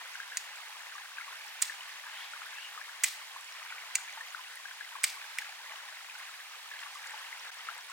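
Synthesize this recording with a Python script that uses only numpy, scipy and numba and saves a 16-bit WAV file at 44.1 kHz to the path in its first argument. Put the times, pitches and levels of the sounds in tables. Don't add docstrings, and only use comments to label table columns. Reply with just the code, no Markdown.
import sys
import numpy as np
from scipy import signal
from scipy.fft import rfft, irfft
from scipy.io import wavfile
from scipy.ndimage import uniform_filter1d
from numba import njit

SR = 44100
rng = np.random.default_rng(int(sys.argv[2]) if len(sys.argv) > 2 else 0)


def master_out(mix):
    frames = np.transpose(np.atleast_2d(mix))
    ceiling = np.clip(frames, -1, 1)
    pcm = np.round(ceiling * 32767).astype(np.int16)
    wavfile.write(sys.argv[1], SR, pcm)


def volts_from_decibels(level):
    exponent = np.asarray(level, float) / 20
    return 10 ** exponent


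N = 349272
HZ = np.fft.rfftfreq(N, 1 / SR)
TIME = np.arange(N) / SR
SIDE = np.array([[.5], [-.5]])
STREAM_LEAD = 4


def along_hz(table):
    hz, value = np.transpose(table)
    return np.interp(np.log(HZ + 1), np.log(hz), value)


def colour(x, gain):
    return irfft(rfft(x) * gain, N)


def unit(x):
    return x / np.sqrt(np.mean(x ** 2))


def thin(x, hz):
    return signal.sosfilt(signal.butter(4, hz, "high", fs=SR, output="sos"), x)


def walk(rate):
    k = int(SR / rate)
    steps = np.repeat(rng.standard_normal(N // k + 1), k)
    return uniform_filter1d(uniform_filter1d(steps, k), k)[:N]


def ring(x, hz, width_hz):
    pole = np.exp((2j * np.pi * min(hz, .45 * SR) - np.pi * width_hz) / SR)
    return signal.lfilter([1], [1, -pole], x).imag


@njit
def grains(start, hz, cycles, glide, size, rise, length):
    out = np.zeros(length)
    for k in range(len(start)):
        n = int(cycles[k] * SR / hz[k]) + 2
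        i0, turns = int(start[k] * SR), 0.
        for i in range(min(n, length - i0)):
            turns += hz[k] * (1 + glide[k] * (i / n - .2)) / SR
            swell = np.sin(np.pi / 2 * min(turns / rise, 1.)) ** 2
            out[i0 + i] += size[k] * swell * np.exp(-6 * i / n) * np.sin(2 * np.pi * turns)
    return out


def ports(render, db, pan_db, lead):
    left = render(volts_from_decibels(db + pan_db / 2))
    right = render(volts_from_decibels(db - pan_db / 2))
    return np.array([left, np.roll(right, lead)])


def fizz():
    per_s, cycles, spread_db, surge_db = 1900, 27.0, 2.8, 1.77
    u = rng.random((int(per_s * N / SR), 5)).T
    hz = 300 * (15000 / 300) ** u[1]
    size_db = -spread_db * np.log(1 - .995 * u[2])
    size_db = size_db + surge_db * walk(14)[(u[0] * N).astype(int)]
    return unit(grains(u[0] * N / SR, hz, cycles * (.5 + u[3]), 0.26 * u[4], hz * volts_from_decibels(size_db), 2.96, N))


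# f/Hz, level/dB (per Hz)
WATER_TONE = [(59, -89), (100, -47), (134, -36), (189, -29.5), (356, -32), (459, -22), (543, -20),
              (847, -7), (1090, -5.5), (1290, -7), (1740, -2), (5230, -11), (9650, -15), (14700, -21),
              (15700, -15)]
# t/s, gurgle level/dB
CHURN = [(0.0, -49.5), (2.05, -49), (2.23, -47), (2.76, -50), (3.4, -49.5), (3.86, -47.5), (4.17, -49.5),
         (4.74, -51), (4.98, -49), (6.62, -50), (7.19, -48), (7.92, -49.5)]
# f/Hz, share in common [0-1]
LIKENESS = [(100, .9), (600, 0.92), (1400, 0.81), (3000, 0.58), (7000, 0.088), (15000, 0.09)]
# f/Hz, left minus right level/dB
WATER_LEAN = [(60, 2.0), (110, 7), (200, -2), (380, 1.5), (700, 3), (1290, 3.5), (2380, 0), (4400, -2.5),
              (8120, -2.0), (15000, -3.5)]


def stream():
    bubbly = np.clip(along_hz([(300, 0.59), (1500, 0.67), (4000, 0.16), (12000, 0.33)]), .01, .99)
    water = []
    for _ in range(3):
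        smooth = rng.standard_normal(N)
        water.append(colour(fizz(), np.sqrt(bubbly)) + colour(smooth, np.sqrt(1 - bubbly)))
    like = np.clip(along_hz(LIKENESS), .01, .99)
    near = colour(water[0], np.sqrt(like))
    far = colour(np.array(water[1:]), np.sqrt(1 - like))
    both = np.array([near, np.roll(near, STREAM_LEAD)]) + far
    tilt = volts_from_decibels(along_hz(WATER_TONE) + SIDE * along_hz(WATER_LEAN))
    low = 1 / (1 + (HZ / 3500) ** 4)
    s, gurgle_db = np.transpose(CHURN)
    spray_db = -57 - .45 * (gurgle_db + 48.5)
    gurgle_level = volts_from_decibels(np.interp(TIME, s, gurgle_db) + 0.5 + 0.97 * walk(12))
    spray_level = volts_from_decibels(np.interp(TIME, s, spray_db) + 3.0 + 0.38 * walk(29))
    gurgle = unit(colour(both, tilt * np.sqrt(low))) * gurgle_level
    spray = unit(colour(both, tilt * np.sqrt(1 - low))) * spray_level
    return gurgle + spray


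# t/s, peak level/dB, f/Hz, length [cycles]
LEDGE = [(0.155, -26.5, 1560, 11.6), (0.954, -37.5, 1154, 29), (0.982, -32, 1670, 17),
         (1.058, -34.5, 1540, 14), (1.118, -37, 1540, 17), (1.184, -29, 1600, 25), (1.28, -34.5, 1110, 22),
         (1.698, -31, 1766, 45), (2.419, -26.5, 1360, 8.5), (2.777, -35.5, 1256, 25),
         (2.815, -33, 1750, 26), (3.622, -34.5, 1230, 12), (3.724, -32, 1480, 21), (4.286, -34, 2110, 14),
         (4.348, -21.5, 1450, 10.3), (4.393, -38.5, 1015, 26), (4.656, -34.5, 1635, 44),
         (4.81, -31, 1680, 34), (4.955, -31.5, 1105, 21), (5.171, -39, 1110, 24), (5.421, -31, 1670, 20),
         (6.829, -33.5, 1810, 16), (6.861, -39.5, 1147, 42), (6.956, -39, 1160, 37),
         (7.061, -31, 1610, 16.5), (7.142, -36.5, 900, 16), (7.688, -27, 1356, 23), (7.899, -41, 1080, 30)]
# t/s, peak level/dB, f/Hz, length [cycles]
RIFFLE = [(0.017, -32, 1900, 14), (0.202, -29.5, 1625, 29), (0.322, -31.5, 1700, 28),
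          (0.806, -34, 1700, 16), (1.018, -36, 1680, 14), (1.212, -31.5, 2160, 26), (1.647, -31, 2070, 15),
          (1.809, -32, 2970, 31), (2.068, -32, 1630, 16), (2.336, -29, 1430, 16.5), (2.585, -34, 1720, 21),
          (2.895, -27.5, 1640, 11), (3.068, -37, 2590, 14), (3.363, -29, 1034, 12), (3.705, -29, 2300, 17),
          (3.986, -32, 1510, 14), (4.096, -35.5, 2290, 31), (4.174, -39.5, 892, 48),
          (4.21, -30.5, 1794, 36), (5.495, -35, 2180, 14), (5.664, -37, 2020, 17), (5.925, -36, 1530, 19),
          (5.971, -32, 2000, 14), (6.099, -33.5, 2500, 29), (6.153, -36, 1480, 28), (6.715, -33, 1730, 33),
          (7.329, -28.5, 2060, 16)]


def bubbles():
    ledge_pan_db, riffle_pan_db, climb = 6.5, 1.2, 0.071
    s, db, hz, cycles = np.array(LEDGE + RIFFLE, float).T
    pan_db = np.repeat([ledge_pan_db, riffle_pan_db], [len(LEDGE), len(RIFFLE)])
    glide = np.full(len(s), climb)
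    length = np.clip(1.58 * cycles, 3, 60)
    out = 0
    for k in range(4):
        late, shift, less_db = -.0018, 1, 0
        if k > 0:
            u = rng.random((3, len(s)))
            late, shift, less_db = 0.0052 + .04 * u[0], 0.806 + 0.47 * u[1], 7.2 + 10.0 * u[2]
        plop = lambda size: grains(s + late, hz * shift, length, glide, size, 3.1, N)
        out = out + ports(plop, db + 2.0 - less_db, pan_db, STREAM_LEAD)
    return out


# t/s, peak level/dB, loudest steel ring f/Hz,
# flint knock level/dB and grit level/dB (both against the peak)
CONTACTS = [(0.3712, -13, 6660, -11.5, -10), (1.6192, -21, 7500, -8, 3), (1.6205, -18, 7000, -8, -4),
            (1.6227, -9, 8250, -14, -8), (1.6250, -10.5, 8300, -14, -10), (3.0365, -13.5, 6500, -6, 2),
            (3.0388, -10.5, 8000, -15, -5.5), (3.0399, -11.5, 10260, -3, -6), (3.0430, -9, 8600, -2.5, -8),
            (3.9520, -22.5, 7600, -6, -12), (3.9546, -7, 6900, -10, -19), (3.9610, -34, 6100, 1, -4),
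            (5.035, -19.5, 8260, -14, -14), (5.0393, -11, 9450, -4, -3), (5.0406, -13, 4930, 1, -2),
            (5.0427, -10.5, 8300, -9, -16), (5.0463, -21, 6440, -3, -12), (5.386, -23, 8800, -14, 0),
            (5.3863, -28, 5200, 12, -8)]
# f/Hz, width [Hz], level/dB
STEEL = [(3530, 270, -21.5), (4960, 155, -17), (6240, 280, -19.5), (7000, 137, -13.5), (8100, 240, -5.5),
         (9640, 176, -15), (10600, 550, -49), (14900, 2000, -42)]
# f/Hz, width [Hz], level/dB
FLINT = [(2050, 180, 19.5), (2300, 220, 18), (2685, 380, 15.5), (3400, 400, -9)]


def blows():
    size = 1600
    scatter_db = 2.0
    far_db_per_octave = 10.5
    rings, chips, t = np.zeros(N), np.zeros(N), np.arange(size) / SR
    for s, db, ring_hz, knock_db, grit_db in CONTACTS:
        skid_ms = np.clip(2.5 + 0.02 * (db + 5), .2, 6)
        grit = np.clip(rng.standard_normal(size), -2.2, 2.2) ** 3 * volts_from_decibels(-27)
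        grit = grit * np.exp(-1000 * t / skid_ms)
        grit[0] = 1
        steel, flint = np.zeros(size), np.zeros(size)
        for hz, width_hz, mode_db in STEEL + [(ring_hz, 600, -1.5)]:
            mode_db = mode_db + scatter_db * rng.standard_normal()
            mode_db = mode_db - far_db_per_octave * abs(np.log2(hz / ring_hz))
            steel += volts_from_decibels(mode_db) * ring(grit, hz, width_hz)
        for hz, width_hz, mode_db in FLINT:
            mode_db = mode_db + scatter_db * rng.standard_normal()
            detuned_hz = hz * (1 + 0.0087 * rng.standard_normal())
            flint += volts_from_decibels(mode_db) * ring(grit, detuned_hz, width_hz)
        both = steel / np.abs(steel).max() + volts_from_decibels(knock_db) * flint / np.abs(flint).max()
        i = int(s * SR)
        rings[i:i + size] += volts_from_decibels(db) * both
        chips[i:i + size] += volts_from_decibels(db + grit_db) * grit
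    return thin(rings, 2010), thin(chips, 1600)


# f/Hz, left minus right level/dB
BLOW_LEAN = [(1000, 0), (2500, -1.5), (8000, -3.5), (14000, -4)]


def straight(rings, chips):
    lag = 0.79
    hit = rings + 0.55 * chips + 1.34 * ring(chips, 15600, 2500)
    return colour(hit, volts_from_decibels(SIDE * along_hz(BLOW_LEAN)) * np.exp(-2j * np.pi * HZ / SR * SIDE * lag))


# f/Hz, level/dB (per Hz)
ECHO_TONE = [(400, -27), (1000, -1.5), (2000, 5), (4000, 7.5), (8000, 2.5), (11000, -4.5), (16000, -4)]


def fall(t60_s):
    return np.exp(-np.log(1000) * TIME / t60_s) * (TIME < 1)


def echo_noise():
    return 0.68 * rng.standard_normal(N) + 0.78 * rng.standard_normal((2, N))


def wood(rings, chips):
    low_t60_s, top_t60_s = 0.38, 0.38
    slab = volts_from_decibels(-4) * fall(.03) * (TIME > .003)
    top = 1 / (1 + (5000 / (HZ + 1)) ** 4)
    out = 0
    for t60_s, share in ((low_t60_s, 1 - top), (top_t60_s, top)):
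        trunks = volts_from_decibels(-20) * fall(t60_s) * np.clip(TIME / 0.03, 0, 1)
        shape = volts_from_decibels(-16.5) * (slab + trunks)
        energy = np.abs(colour(chips ** 2, rfft(shape ** 2)))
        spray = echo_noise() * volts_from_decibels(3.4 * walk(250)) * np.sqrt(energy)
        ringing = colour(rings, rfft(shape * echo_noise()))
        out = out + colour(ringing + spray, np.sqrt(share))
    return colour(out, volts_from_decibels(along_hz(ECHO_TONE)))


# t/s, peak level/dB, f/Hz
TICKS = [(0.5591, -44, 7640), (0.9484, -46, 5650), (2.2434, -49, 3740), (2.5686, -45, 3520),
         (3.41, -44, 8000), (3.445, -44, 7500), (3.5234, -45, 5430), (4.127, -43.5, 6200),
         (4.5565, -40.5, 9400), (6.1454, -48, 5380), (6.7915, -40.5, 3200), (6.7907, -46.5, 4300),
         (7.027, -49, 6400), (6.805, -47, 7440), (6.9451, -46, 7160), (7.0716, -40.5, 7100),
         (7.108, -44, 7600), (7.3961, -43, 5500), (7.544, -45, 9300), (7.5874, -46, 5440),
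         (7.7794, -43, 8150), (7.8096, -47, 5310), (7.8994, -45, 8000)]


def ticks():
    s, db, hz = np.array(TICKS, float).T
    one = np.ones(len(s))

    def tick(size):
        tone = grains(s, hz, 80. * one, 0 * one, size, 1.2, N)
        snap = grains(s, hz, 5.0 * one, 0 * one, size, .6, N)
        return tone + 2.2 * snap

    return ports(tick, db + 1.5, -4, 0)


# start t/s, length [s], loudest level/dB, weave buzz f/Hz at the start, f/Hz at full speed
WIPES = [
    (2.071, .25, -49.5, 2438, 3400),
    (2.5, 0.22, -47, 2354, 2880),
]


def wipes():
    fastest, swell_db, fade_db = .66, 16, 18
    out = np.zeros((2, N))
    for (start, length, top_db, slow_hz, fast_hz), wide_share in zip(WIPES, (.9, .3)):
        s = TIME[(TIME > start) & (TIME < start + length)]
        slack = np.interp(s, start + length * np.array([0, fastest, 1]), [-1, 0, 1])
        db = top_db - slack ** 2 * np.where(slack < 0, swell_db, fade_db)
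        hz = fast_hz - (fast_hz - slow_hz) * np.abs(slack) ** 1.4 * np.where(slack < 0, 1, .15)
        carrier = np.exp(2j * np.pi * np.cumsum(np.interp(TIME, s, hz)) / SR)

        def band(width_hz):
            noise = rng.standard_normal((2, N)) + 1j * rng.standard_normal((2, N))
            slow = signal.lfilter([1], [1, -np.exp(-np.pi * width_hz / SR)], noise)
            return unit((slow * carrier).real)

        rub = band(130.) + wide_share * band(1200.)
        level = volts_from_decibels(np.interp(TIME, s, db, left=-120, right=-120))
        out += unit(rub[:1] + 0.81 * rub) * level
    return out


# t/s, level/dB
PINCHES = [
    (6.814, -59),
    (6.952, -54),
    (7.068, -58),
    (7.17, -60),
]


def rustle():
    rise_db_s, fall_db_s = 260, 132
    at, level_db = np.transpose(PINCHES)
    u = rng.random((500, 3)).T
    when = at[0] - .07 + u[0] * (at[-1] - at[0] + 0.15)
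    since = when[:, None] - at
    pinch_db = np.max(level_db + np.minimum(rise_db_s * since, -fall_db_s * since), axis=1)
    crackle = lambda size: grains(when, 4800 + 3800 * u[1], 8 + 10. * u[2], 0 * when, size, 1.2, N)
    return ports(crackle, pinch_db + 7.0 + 6.8 * u[2], -2.0, 0)


def scene():
    water = stream() + thin(bubbles(), 600)
    rings, chips = blows()
    echo = wood(0.28 * rings, 2.67 * chips)
    hand = thin(ticks() + wipes() + rustle(), 1400)
    return water + straight(rings, chips) + echo + hand


def top_cut(x):
    return signal.sosfilt(signal.butter(12, 16960, fs=SR, output="sos"), x)


def record(dry):
    dip_s, dip_ms, dip_db = 7.51, 4.2, -15
    dip = volts_from_decibels(dip_db * np.exp(-((TIME - dip_s) * 1000 / dip_ms) ** 2))
    mix = signal.sosfilt(signal.butter(2, 250, "high", fs=SR, output="sos"), dry * dip)
    mix = colour(mix, np.where(HZ > 15850, volts_from_decibels(-32), 1))
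    return top_cut(mix)


dry = scene()
out = record(dry)
master_out(out)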